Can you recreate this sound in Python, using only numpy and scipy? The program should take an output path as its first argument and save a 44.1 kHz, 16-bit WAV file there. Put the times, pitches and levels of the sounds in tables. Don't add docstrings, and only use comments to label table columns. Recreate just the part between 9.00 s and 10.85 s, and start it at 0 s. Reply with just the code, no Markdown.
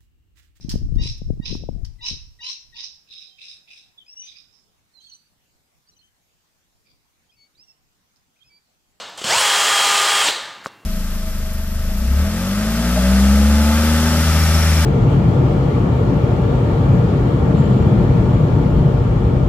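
import sys
import numpy as np
from scipy import signal
from scipy.fft import rfft, irfft, next_fast_len
from scipy.io import wavfile
from scipy.ndimage import uniform_filter1d

SR = 44100
rng = np.random.default_rng(int(sys.argv[2]) if len(sys.argv) > 2 else 0)


def inscribe(sig):
    pcm = np.round(np.clip(np.atleast_2d(sig).T, -1, 1) * 32767)
    wavfile.write(sys.argv[1], SR, pcm.astype(np.int16))


N = 81585

# t/s, level/dB
RATTLE_LEVEL = [(-.3, -6.5), (-.04, -43), (-.025, -61), (.17, -51), (.178, -34.5), (.195, -33), (.205, -39),
                (.218, -32), (.236, -36.5), (.243, -23), (.26, -24.5), (.3, -19.5), (.36, -19), (.42, -18),
                (.8, -18), (1.2, -19), (1.27, -20), (1.288, -18.5), (1.31, -26.5), (1.33, -70)]
# t/s, f/Hz
SHAFT_SPEED = [(.24, 60), (.27, 139), (.3, 204), (.338, 290), (.358, 326), (.388, 366), (.412, 423),
               (.45, 411), (.53, 405.4), (1.224, 405.6), (1.24, 386), (1.26, 338), (1.274, 280),
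               (1.29, 200)]
# f/Hz, relative level/dB
HOUSING_COLOUR = [(40, -29), (150, -29), (345, -24.5), (412, -18.5), (680, -12.5), (1000, -7), (1300, -7.5),
                  (2400, -10), (3140, -6.5), (3800, -14), (5000, -12.5), (6100, -15), (7400, -11),
                  (8200, -14.5), (9000, -18.5), (10000, -22.5), (11000, -24), (14800, -33.5), (16000, -29)]
# f/Hz, relative level/dB
SLOW_COLOUR = [(300, 10.5), (1000, -3), (2000, -8.5), (3000, 0.5), (4200, 2.5), (6000, -0.5), (8000, 0),
               (10500, -7), (15000, -4)]
# f/Hz, fade/s, relative level/dB
ROOM_ECHO = [(150, 0.68, -5.5), (450, 0.63, 8), (1020, 1.46, -3.5), (1690, 1.06, 4), (2950, 0.91, -2.5),
             (3840, 0.73, 6.5), (5160, 0.82, 0), (7960, 0.58, -0.5), (14100, 0.61, -2.5)]
# f/Hz, relative level/dB
AIR_COLOUR = [(20, -6), (40, -12), (115, 1.5), (300, 1.5), (554, -0.5), (900, -13), (2830, -26),
              (6000, -21), (16000, -26)]
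# t/s, thud level/dB, thud f/Hz, thud fade/s, crack gain/dB, crack f/Hz, ring level/dB
KNOCK_LIST = [(0.096, -57, 1050, 0.056, -40.5, 11000, -95), (.177, -53, 900, 0.026, -25, 8000, -90),
              (0.216, -24.5, 397, 0.023, -42, 5000, -90), (0.246, -23.5, 210, 0.04, -27, 7000, -70),
              (0.268, -40, 127.5, 0.52, -60, 5000, -90), (.365, -27, 109, 0.042, -43, 5000, -94),
              (1.284, -28.5, 304, 0.028, -12, 5000, -77), (1.286, -24, 624, 0.042, 2.5, 3300, -60),
              (1.434, -45.5, 69, 0.063, -62, 5000, -81), (1.645, -28, 1487, 0.0083, -38, 9000, -103),
              (1.652, -38, 1380, .006, -30, 7900, -94), (1.6599, -4.5, 1210, 0.0052, -25.5, 5500, -54),
              (1.661, -24, 198, 0.018, -60, 5000, -90), (1.6669, -19.5, 537, 0.013, -20, 4830, -66),
              (1.671, -33, 1120, 0.036, -46, 6950, -94), (1.718, -63, 1190, 0.011, -41, 6500, -90)]
# f/Hz, relative level/dB, fade/s
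CUP_TONES = [(2751, 0, 2.5), (4366, -7, 2.0)]
WHINE_MULTIPLES = [1, 2, 3, 4, 7, 8, 10, 12, 23]
# steady level/dB, speed-up level/dB, braking level/dB, waver rate/Hz
WHINE_TONES = [(-43, -50, -52, 20), (-33, -39, -44, 25), (-27, -25, -28, 30), (-41, -35, -44, 25),
               (-42, -40, -48, 25), (-28, -26, -40, 35), (-35, -42, -42, 30), (-44, -44, -48, 30),
               (-38, -28, -29, 90)]
# start t/s, end t/s, start f/Hz, end f/Hz, level/dB
GEAR_SQUEALS = [(.305, .365, 3850, 5700, -28), (1.25, 1.284, 3400, 2650, -27),
                (1.264, 1.288, 4900, 3400, -26), (1.284, 1.31, 3300, 4400, -26)]
# f/Hz, relative level/dB
SCRAPE_COLOUR = [(1500, -6.5), (4000, 0), (8000, -6), (12000, -17), (16000, -22)]
# f/Hz, gain/dB
STEREO_WIDTH = [(60, -16), (130, -19), (290, -19), (640, -24), (1410, -36), (3100, -33), (6820, -21),
                (11000, -16), (15000, -12)]


def amp(db):
    return 10 ** (np.asarray(db) / 20)


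def unit_power(x):
    return x / np.sqrt(np.mean(x ** 2) + 1e-20)


def colour(x, points):
    size = next_fast_len(len(x))
    hz, db = np.transpose(points)
    gain_db = np.interp(np.log(np.fft.rfftfreq(size, 1 / SR) + 1), np.log(hz + 1), db)
    return irfft(rfft(x, size) * amp(gain_db), size)[:len(x)]


def wobble(size, hz):
    memory = np.exp(-np.pi * hz / SR)
    noise = [1, 1j] @ rng.standard_normal((2, size + SR))
    smooth = signal.lfilter([1], [1, -memory], noise)[SR:]
    return smooth / np.sqrt(np.mean(abs(smooth) ** 2))


def gear_rattle(t, ticks_per_s=6000, hiss_share=.67, flicker_db=.37, full_speed_hz=400):
    ticks = amp(2 * np.minimum(rng.exponential(size=len(t)), 3)) * rng.standard_normal(len(t))
    ticks *= rng.random(len(t)) < ticks_per_s / SR
    hiss = np.sqrt(hiss_share) * rng.standard_normal(len(t))
    fast = unit_power(colour(np.sqrt(1 - hiss_share) * unit_power(ticks) + hiss, HOUSING_COLOUR))
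    slow = unit_power(colour(fast, SLOW_COLOUR))
    pace = np.clip(np.interp(t, *np.transpose(SHAFT_SPEED)) / full_speed_hz, 0, 1)
    flicker = flicker_db * np.sqrt(2) * wobble(len(t), 60).real
    return (pace * fast + (1 - pace) * slow) * amp(np.interp(t, *np.transpose(RATTLE_LEVEL)) + flicker)


def room_echo(x):
    band_hz, fade_s, db = np.transpose(ROOM_ECHO)
    hz, t, bands = signal.stft(rng.standard_normal(SR), SR, nperseg=256)
    bands *= amp(-60 * t / np.interp(hz, band_hz, fade_s)[:, None])
    tail = signal.istft(bands, SR, nperseg=256)[1]
    tail *= np.clip(np.arange(len(tail)) / 400 - .5, 0, 1)
    hz, _, bands = signal.stft(tail, SR, nperseg=256)
    energy_db = 10 * np.log10((abs(bands) ** 2).sum(1))
    tail = colour(tail, np.transpose([hz, np.interp(hz, band_hz, db) - energy_db]))
    return signal.fftconvolve(x, tail / np.linalg.norm(tail))[:len(x)]


def hush(t, db=-55):
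    return amp(db) * unit_power(colour(rng.standard_normal(len(t)), AIR_COLOUR))


def knocks(t, thud_rise_s=.00022, crack_decay_s=.0012, band_ratio=1.28):
    out, age = np.zeros(len(t)), np.arange(SR) / SR
    ring = sum(amp(db - 60 * age / fade) * np.sin(2 * np.pi * hz * age) for hz, db, fade in CUP_TONES)
    rise = 1 - np.exp(-(age / thud_rise_s) ** 2)
    for start, db, hz, fade, crack_db, crack_hz, ring_db in KNOCK_LIST:
        thud = amp(db - 60 * age / fade) * rise * np.sin(2 * np.pi * hz * age)
        edges_hz = [crack_hz / band_ratio, crack_hz * band_ratio]
        band = signal.butter(2, edges_hz, "band", fs=SR, output="sos")
        burst = rng.standard_normal(SR) * np.exp(-age / crack_decay_s)
        crack = amp(crack_db) * signal.sosfilt(band, burst)
        slot = out[np.searchsorted(t, start):][:SR]
        slot += (thud + crack + amp(ring_db) * ring)[:len(slot)]
    return out


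def motor_whine(t, on_s=.275, off_s=1.288, rise_s=.04, fall_s=.006, jitter_hz=.9, waver_depth=.35):
    shaft_hz = uniform_filter1d(np.interp(t, *np.transpose(SHAFT_SPEED)), 300)
    hz_per_s = uniform_filter1d(np.gradient(shaft_hz) * SR, 600)
    load = np.clip(hz_per_s / np.where(hz_per_s > 0, 1500, 2500), -1, 1)
    angle = 2 * np.pi * np.cumsum(shaft_hz + jitter_hz * wobble(len(t), 25).real) / SR
    running = np.clip((t - on_s) / rise_s, 0, 1) * np.clip((off_s - t) / fall_s, 0, 1)
    out = np.zeros(len(t))
    for multiple, (steady_db, up_db, brake_db, waver_hz) in zip(WHINE_MULTIPLES, WHINE_TONES):
        waver = 1 + waver_depth * wobble(len(t), waver_hz)
        tone = (waver * np.exp(1j * (multiple * angle + 2 * np.pi * rng.random()))).real
        loaded_db = np.where(load > 0, up_db, brake_db)
        out += amp(steady_db + (loaded_db - steady_db) * abs(load)) * tone
    return np.sqrt(2) * running * out


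def gear_squeals(t, roughness=.35):
    out = np.zeros(len(t))
    for start, end, from_hz, to_hz, db in GEAR_SQUEALS:
        progress = np.clip((t - start) / (end - start), 0, 1)
        swell = np.sqrt(np.sin(np.pi * progress) + 1e-12)
        glide = np.exp(2j * np.pi * np.cumsum(from_hz + (to_hz - from_hz) * progress) / SR)
        out += amp(db) * swell * ((1 + roughness * wobble(len(t), 130)) * glide).real
    return np.sqrt(2) * out


def scrape(t, start_s=1.638, length_s=.048, db=-43.5):
    progress = np.clip((t - start_s) / length_s, 0, 1)
    swell = np.sqrt(np.sin(np.pi * progress) + 1e-12)
    grit = rng.standard_normal(len(t)) * abs(wobble(len(t), 400))
    return amp(db) * swell * unit_power(colour(grit, SCRAPE_COLOUR))


def scene(lead_s=.3):
    t = np.arange(-round(lead_s * SR), N) / SR
    gears = gear_rattle(t) + gear_squeals(t)
    whine = motor_whine(t)
    hits = knocks(t) + scrape(t)
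    to_room = amp(-6.5) * gears + amp(-11) * whine + amp(-31) * hits
    middle = gears + whine + hits + hush(t) + room_echo(to_room)
    side_noise = colour(amp(6.5) * room_echo(to_room) + hush(t), STEREO_WIDTH)
    return np.array([middle + side_noise, middle - side_noise])[:, -N:]


def record(dry, low_hz=70, high_hz=15950):
    thin = signal.sosfilt(signal.butter(2, low_hz, "high", fs=SR, output="sos"), dry)
    treble_cut = signal.firwin(511, high_hz, window=("kaiser", 9), fs=SR)
    return signal.oaconvolve(thin, treble_cut[None], "same")


dry = scene()
out = record(dry)
inscribe(out)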